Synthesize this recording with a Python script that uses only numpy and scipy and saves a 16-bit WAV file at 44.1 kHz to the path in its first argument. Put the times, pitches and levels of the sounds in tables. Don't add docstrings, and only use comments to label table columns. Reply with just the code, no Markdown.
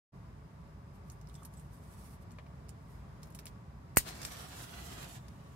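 import sys
import numpy as np
from scipy import signal
from scipy.fft import rfft, irfft, next_fast_len
from scipy.io import wavfile
from scipy.ndimage import map_coordinates

SR = 44100
rng = np.random.default_rng(int(sys.argv[2]) if len(sys.argv) > 2 else 0)


def master(y):
    cut = np.clip(np.atleast_2d(y).T, -1, 1)
    pcm = np.round(cut * 32767)
    wavfile.write(sys.argv[1], SR, pcm.astype(np.int16))


N = 244755
TIME = np.arange(N) / SR
IGNITION_S, LIGHT_S, LIGHT_ATTACK_S, SPENT_S, SPENT_T60_S = 3.9708, 4.03, 0.034, 5.17, 0.11
HEAD_DB, SAG_DB_PER_S, FLAME_DB = -55, 1.5, -73.5
GAS_DB, SIZZLE_DB = 2.5, -3.5
ROOM_DB, ROOM_LAG_S = -50.5, 0.00027
OPEN_S, TOP_HZ = 0.12, 15600

# (time [s], relative level [dB], decay t60 [s])
STROKE_JERKS = [(3.9610, -31, 0.0029), (3.962, -44, .035), (3.9690, -33.5, 0.022), (3.9709, -9.5, 0.0045),
                (3.9730, -16.5, 0.027), (3.982, -22, 0.029)]
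# (frequency [Hz], bandwidth [Hz], gain [dB])
POT_MODES = [(1950, 650, 3.5), (2650, 500, -4.5), (4340, 260, 4), (6340, 500, -0.5), (7100, 370, 5.5),
             (8600, 900, 2), (12030, 600, 5.5), (13500, 900, 1)]
# (frequency [Hz], gain [dB])
GRIT_SPECTRUM = [(300, -9), (900, -16.5), (2000, -8), (2900, -9), (3700, -25), (4300, -5.5), (5300, -2.5),
                 (8500, 5.5), (11000, 1.5), (14000, 6), (16000, -5.5)]
TAIL_SPECTRUM = [(300, -3), (1200, -4), (3000, 0.5), (4800, 1.5), (9000, 0.5), (15000, -7.5)]
GAS_SPECTRUM = [(120, -23.5), (280, 4), (480, -1.5), (600, -1.5), (710, 7), (850, -2), (1500, -0.5),
                (2700, -5.5), (4500, -6.5), (6000, -11.5), (8000, -14.5), (12000, -23)]
SIZZLE_SPECTRUM = [(3000, -9), (5700, 0), (6900, 0), (7600, 0.5), (9500, -0.5), (11500, 0), (13500, -4),
                   (15500, -11)]
SHADOW_SPECTRUM = [(2400, 0), (2900, 7.5), (3900, 3), (4700, -6.5), (6800, 4), (10000, -4.5), (13500, 1)]
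SKIN_SPECTRUM = [(1000, -6.5), (4000, -6), (7000, -4), (9000, 0), (12000, -3), (14000, -6), (15500, -11)]
VENT_SPECTRUM = [(25, -45.5), (38, -34), (54, 1), (80, -3), (100, -4.5), (150, -2), (200, -9.5), (300, -19),
                 (500, -26.5), (1100, -28.5), (1500, -32), (2100, -36), (3000, -43.5), (7000, -49.5),
                 (13000, -54), (15500, -61.5)]
# (time [s], half length [s], gas lift [dB], sizzle lift [dB])
FLARE_JETS = [(4.086, 0.021, 7, 6), (4.198, 0.025, 0.5, -1.5), (4.264, 0.024, 4, 7.5),
              (4.328, 0.022, 0.5, 7.5), (4.397, 0.021, 3.5, 6), (4.592, .03, 1.5, 5),
              (4.633, 0.024, 2, 6.5), (4.754, 0.016, 2.5, -0.5), (4.862, 0.02, 1.5, 6.5),
              (4.93, 0.021, 2, 1.5), (5.03, 0.016, 0, 7), (5.093, 0.012, -4, 5.5), (5.143, 0.036, -4, 2.5)]
# (time [s], relative level [dB], ring frequency [Hz], left minus right [dB])
HEAD_SPITS = [(4.0895, -36, 5230, 1), (4.1524, -44.5, 7130, 1), (4.2168, -33, 6210, -2),
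              (4.2303, -33, 5100, -4), (4.2502, -25, 7500, 3), (4.3203, -38, 6300, 2),
              (4.3684, -41, 8100, -6), (5.0438, -40, 3060, -10), (5.2827, -45, 4600, -1)]
STICK_KNOCKS = [(1.1003, -42, 6400, -3), (1.1193, -48, 8756, -3), (1.214, -53, 5900, -7),
                (1.2725, -53, 5040, -6), (1.2885, -53.5, 9000, -6), (1.2974, -52, 3780, -5),
                (1.3422, -50, 6800, 5), (1.353, -48, 5600, -5), (1.4323, -46.5, 8800, -1),
                (1.4503, -41.5, 8950, -5), (1.4542, -40.5, 11800, 0), (1.5384, -49.5, 9200, -4),
                (1.5728, -52, 7900, -4), (1.5973, -50.5, 9300, -9)]
RIB_CATCHES = [(2.308, -55, 5150, -3), (2.3176, -54, 7780, 7), (2.686, -55, 7200, -6),
               (2.6922, -45, 8050, -11.5), (3.2316, -43, 5870, -2.5), (3.3033, -54, 10800, 1),
               (3.3235, -57, 8000, -3), (3.3488, -42.5, 9400, -7.5), (3.3537, -46, 9100, 3),
               (3.3898, -41, 3830, -3), (3.3945, -49, 13500, -2), (3.456, -38.5, 10200, 3),
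               (3.468, -39.5, 4000, -4), (3.4745, -50, 7000, -2)]
WALL_BUMPS = [(2.3855, -39.5, 2040, 3), (2.464, -50, 2100, -2), (3.3893, -45, 1500, 1)]
# (time [s], half length [s], frequency [Hz], level [dB], left minus right [dB])
STICK_SQUEAKS = [(1.356, 0.004, 3600, -64.5, 0), (1.388, 0.03, 3470, -74, 3),
                 (1.359, 0.0063, 8050, -61, -1), (1.426, 0.0054, 1110, -57, -8),
                 (1.447, 0.0053, 1072, -66, -8), (1.577, .008, 8060, -62, -4)]
# (time [s], half length [s], relative level [dB])
HEAD_DRAGS = [(1.333, .1, -81), (3.221, .007, -64), (3.268, .02, -67), (3.374, .01, -64),
              (3.475, 0.011, -59)]
HAND_BRUSHES = [(0.962, 0.025, -74), (1.12, 0.07, -74), (1.394, 0.072, -72.5), (1.6, 0.074, -68.5),
                (1.759, 0.04, -66), (1.9, 0.064, -66.5), (2.054, 0.09, -61.5), (2.227, 0.015, -64.5),
                (2.904, 0.1, -76.5), (3.427, 0.11, -81)]
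# (frequency [Hz], bandwidth [Hz], gain [dB])
DUCT_MODES = [(423.7, 22, 1), (564, 19, 2), (670, 56, -0.5), (802, 17, -1.5), (909, 34, 3), (1001, 14, 5.5),
              (1133, 33, 4), (5040, 23, 9)]
# (frequency [Hz], coherence [0-1])
VENT_COHERENCE = [(60, 0.93), (200, 1), (300, 0.8), (640, 0.4), (1400, 0.03)]
# (frequency [Hz], left minus right [dB])
VENT_BALANCE = [(200, -0.5), (1300, 1.5), (2400, 0.5), (4400, -4.5), (9000, -4), (15000, -1)]


def strike():
    force = sum(undb(db) * fade(TIME - s, t60) for s, db, t60 in STROKE_JERKS)
    friction = grains(rate=11000, spread_db=-4.5) * force
    ring = sum(undb(db) * resonate(resonate(friction, hz, width), hz, width)
               for hz, width, db in POT_MODES)
    scrape = colour(friction, GRIT_SPECTRUM) + ring
    tail = undb(-11.0) * colour(scatter(friction, t60=0.17, wet_db=18.0), TAIL_SPECTRUM)
    return pan(scatter(scrape, t60=0.092, wet_db=-11.5) + tail, 2.5)


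def puff(push_s, lag_s, suck_s, push_db, suck_db, port_hz, left_db):
    t = TIME - IGNITION_S
    push = undb(push_db) * np.exp(-(t / push_s) ** 2)
    suction = undb(suck_db) * fade(t - lag_s, suck_s)
    right = highpass(push - suction, port_hz, order=5)
    left = undb(left_db) * highpass(right, 1400, order=2)
    return np.array([left, right])


def flare():
    gas_lift_db = sum(db * swell(s, length) for s, length, db, _ in FLARE_JETS)
    sizzle_lift_db = sum(db * swell(s, length) for s, length, _, db in FLARE_JETS)
    gas = hiss(GAS_SPECTRUM, rate=7000, spread_db=3.0, diffuse_db=3.0)
    gas *= undb(GAS_DB + gas_lift_db + 1.8 * walk(70))
    sizzle = hiss(SIZZLE_SPECTRUM, rate=4500, spread_db=0.5, diffuse_db=5.0)
    sizzle *= undb(SIZZLE_DB + sizzle_lift_db + 1.9 * walk(45))
    fizz = moving_comb((gas + sizzle) * burn(), spacing_hz=110.4, depth_db=3.5, rate=9)
    shadow = np.interp(TIME, [4.25, 4.75], [0, 1])
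    fizz[0] = (1 - shadow) * fizz[0] + shadow * colour(fizz[0], SHADOW_SPECTRUM)
    side_db = np.interp(TIME, [4.05, 4.2, 4.8], [4, -2.5, -4])
    spits = ticks(HEAD_SPITS, snap=14, crumble_t60=0.01, ring_db=-13, width_hz=600,
                  low_hz=800, dull_hz=10400, gain_db=12.5)
    return pan(fizz, side_db) + scatter(spits, t60=0.037, wet_db=5.5)


def burn():
    lit = np.clip((TIME - LIGHT_S) / LIGHT_ATTACK_S, 0, 1)
    head = undb(HEAD_DB - SAG_DB_PER_S * (TIME - LIGHT_S))
    release = fade(np.maximum(TIME - SPENT_S, 0), SPENT_T60_S)
    return lit * np.hypot(head * release, undb(FLAME_DB))


def handling():
    rattles = ticks(STICK_KNOCKS, snap=7.8, crumble_t60=0.005, ring_db=4.5, width_hz=1200,
                    low_hz=2900, dull_hz=11500, gain_db=14.0)
    catches = ticks(RIB_CATCHES, snap=8.0, crumble_t60=0.015, ring_db=3.0, width_hz=3700,
                    low_hz=1550, dull_hz=12600, gain_db=15.5)
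    bumps = ticks(WALL_BUMPS, snap=3.6, crumble_t60=0.037, ring_db=-4, width_hz=650,
                  low_hz=420, dull_hz=2970, gain_db=12)
    body = undb(4) * resonate(bumps, hz=720, width_hz=370)
    squeaks = sum(squeak(*row) for row in STICK_SQUEAKS)
    drag = sum(undb(db) * swell(s, length) for s, length, db in HEAD_DRAGS)
    crackle = unit(highpass(grains(rate=670, spread_db=2.5), 2700, order=2)) * drag
    contacts = rattles + catches + bumps + body + crackle
    return brush() + scatter(contacts, t60=0.069, wet_db=-1.0) + squeaks


def ticks(table, snap, crumble_t60, ring_db, width_hz, low_hz, dull_hz, gain_db):
    out, t = np.zeros((2, N)), np.arange(2048) / SR
    lowpass = signal.butter(2, dull_hz, fs=SR, output="sos")
    for s, db, hz, side_db in table:
        slips = rng.standard_normal(len(t)) ** 3 / 4 * fade(t, crumble_t60)
        slips[0] += snap
        slips = signal.sosfilt(lowpass, highpass(slips, low_hz, order=2))
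        tick = unit(slips) + undb(ring_db) * unit(resonate(slips, hz, width_hz))
        tick *= undb(db + gain_db) / np.linalg.norm(tick)
        start = int(s * SR)
        out[:, start:start + len(t)] += pan(tick[:N - start], side_db)
    return out


def squeak(s, length, hz, db, side_db, jitter_hz=260):
    pitch_hz = hz + jitter_hz * walk(1500)
    rub = unit(np.sin(2 * np.pi * np.cumsum(pitch_hz) / SR))
    return pan(rub * swell(s, length) * undb(db), side_db)


def brush():
    moves = sum(undb(db) * swell(s, length) for s, length, db in HAND_BRUSHES)
    rub = hiss(SKIN_SPECTRUM, rate=15000, spread_db=2.5, diffuse_db=-3)
    rub *= moves * undb(3.2 * walk(39.74))
    return pan(moving_comb(rub, spacing_hz=151.7, depth_db=3.5, rate=5.17), -4.0)


def ventilation():
    coherence = over_bins(VENT_COHERENCE, N)
    mid, side = rfft(rng.standard_normal((2, N)))
    side *= np.sqrt((1 - coherence) / (1 + coherence))
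    delay = np.exp(-2j * np.pi * np.arange(len(mid)) * SR / N * ROOM_LAG_S)
    air = colour(irfft(np.array([(mid + side) * delay, mid - side]), N), VENT_SPECTRUM)
    air += sum(undb(db) * resonate(air, hz, width) for hz, width, db in DUCT_MODES)
    for port, sign in enumerate((1, -1)):
        air[port] = colour(air[port], [(hz, sign * db / 2) for hz, db in VENT_BALANCE])
    swell_db = np.interp(TIME, [0, 2.5], [-1, .5]) + .5 * walk(7.4)
    return air / np.std(air.mean(0)) * undb(ROOM_DB + swell_db)


def grains(rate, spread_db):
    size = undb(spread_db * np.minimum(rng.exponential(size=N), 5))
    onsets = rng.random(N) < rate / SR
    return unit(onsets * size * rng.standard_normal((2, N)))


def hiss(spectrum, rate, spread_db, diffuse_db):
    both = grains(rate, spread_db) + undb(diffuse_db) * rng.standard_normal((2, N))
    return unit(colour(both, spectrum))


def scatter(x, t60, wet_db):
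    t = np.arange(SR // 4) / SR
    tail = rng.standard_normal((2, len(t))) * fade(t - .0003, t60)
    response = undb(wet_db) * tail / np.sqrt(np.sum(tail ** 2) / 2)
    response[[0, 1], [3, 0]] += 1
    return signal.fftconvolve(x, response, axes=1)[:, :N] / np.hypot(1, undb(wet_db))


def moving_comb(x, spacing_hz, depth_db, rate):
    hz, s, frames = signal.stft(x, SR, nperseg=1024)
    field = rng.standard_normal((1024, 256))
    grid = np.meshgrid(hz / spacing_hz, s * rate, indexing="ij")
    ripple = map_coordinates(field, grid, order=1, mode="mirror")
    return signal.istft(frames * undb(depth_db * ripple), SR)[1][..., :N]


def resonate(x, hz, width_hz):
    return signal.lfilter(*signal.iirpeak(hz, hz / width_hz, fs=SR), x)


def highpass(x, hz, order):
    return signal.sosfilt(signal.butter(order, hz, "high", fs=SR, output="sos"), x)


def colour(x, points):
    n = next_fast_len(x.shape[-1])
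    return irfft(rfft(x, n) * undb(over_bins(points, n)), n)[..., :x.shape[-1]]


def over_bins(points, n):
    hz, value = np.transpose(points)
    bin_hz = np.arange(n // 2 + 1) * SR / n
    return np.interp(np.log(bin_hz + 1), np.log(hz), value)


def pan(x, db):
    return x * undb(np.array([db, -db]).reshape(2, -1) / 2)


def walk(rate):
    knots = rng.standard_normal(4096)
    return np.interp(TIME * rate, np.arange(len(knots)), knots)


def swell(s, half_length):
    return np.exp(-((TIME - s) / half_length) ** 2)


def fade(t, t60):
    return (t >= 0) * np.exp(-np.log(1000) * np.maximum(t, 0) / t60)


def undb(db):
    return 10 ** (np.asarray(db) / 20)


def unit(x):
    return x / np.sqrt(np.mean(x ** 2))


def scene():
    ignition = puff(push_s=0.0001, lag_s=0.00021, suck_s=0.0071, push_db=-4.0, suck_db=-5.0,
                    port_hz=41.2, left_db=-2.5)
    return ventilation() + handling() + strike() + ignition + flare()


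def record(dry):
    opened = np.clip((TIME - OPEN_S) / 0.025, 0, 1)
    lowpass = signal.ellip(8, .2, 70, TOP_HZ, fs=SR, output="sos")
    return signal.sosfilt(lowpass, np.tanh(dry * opened))


dry = scene()
out = record(dry)
master(out)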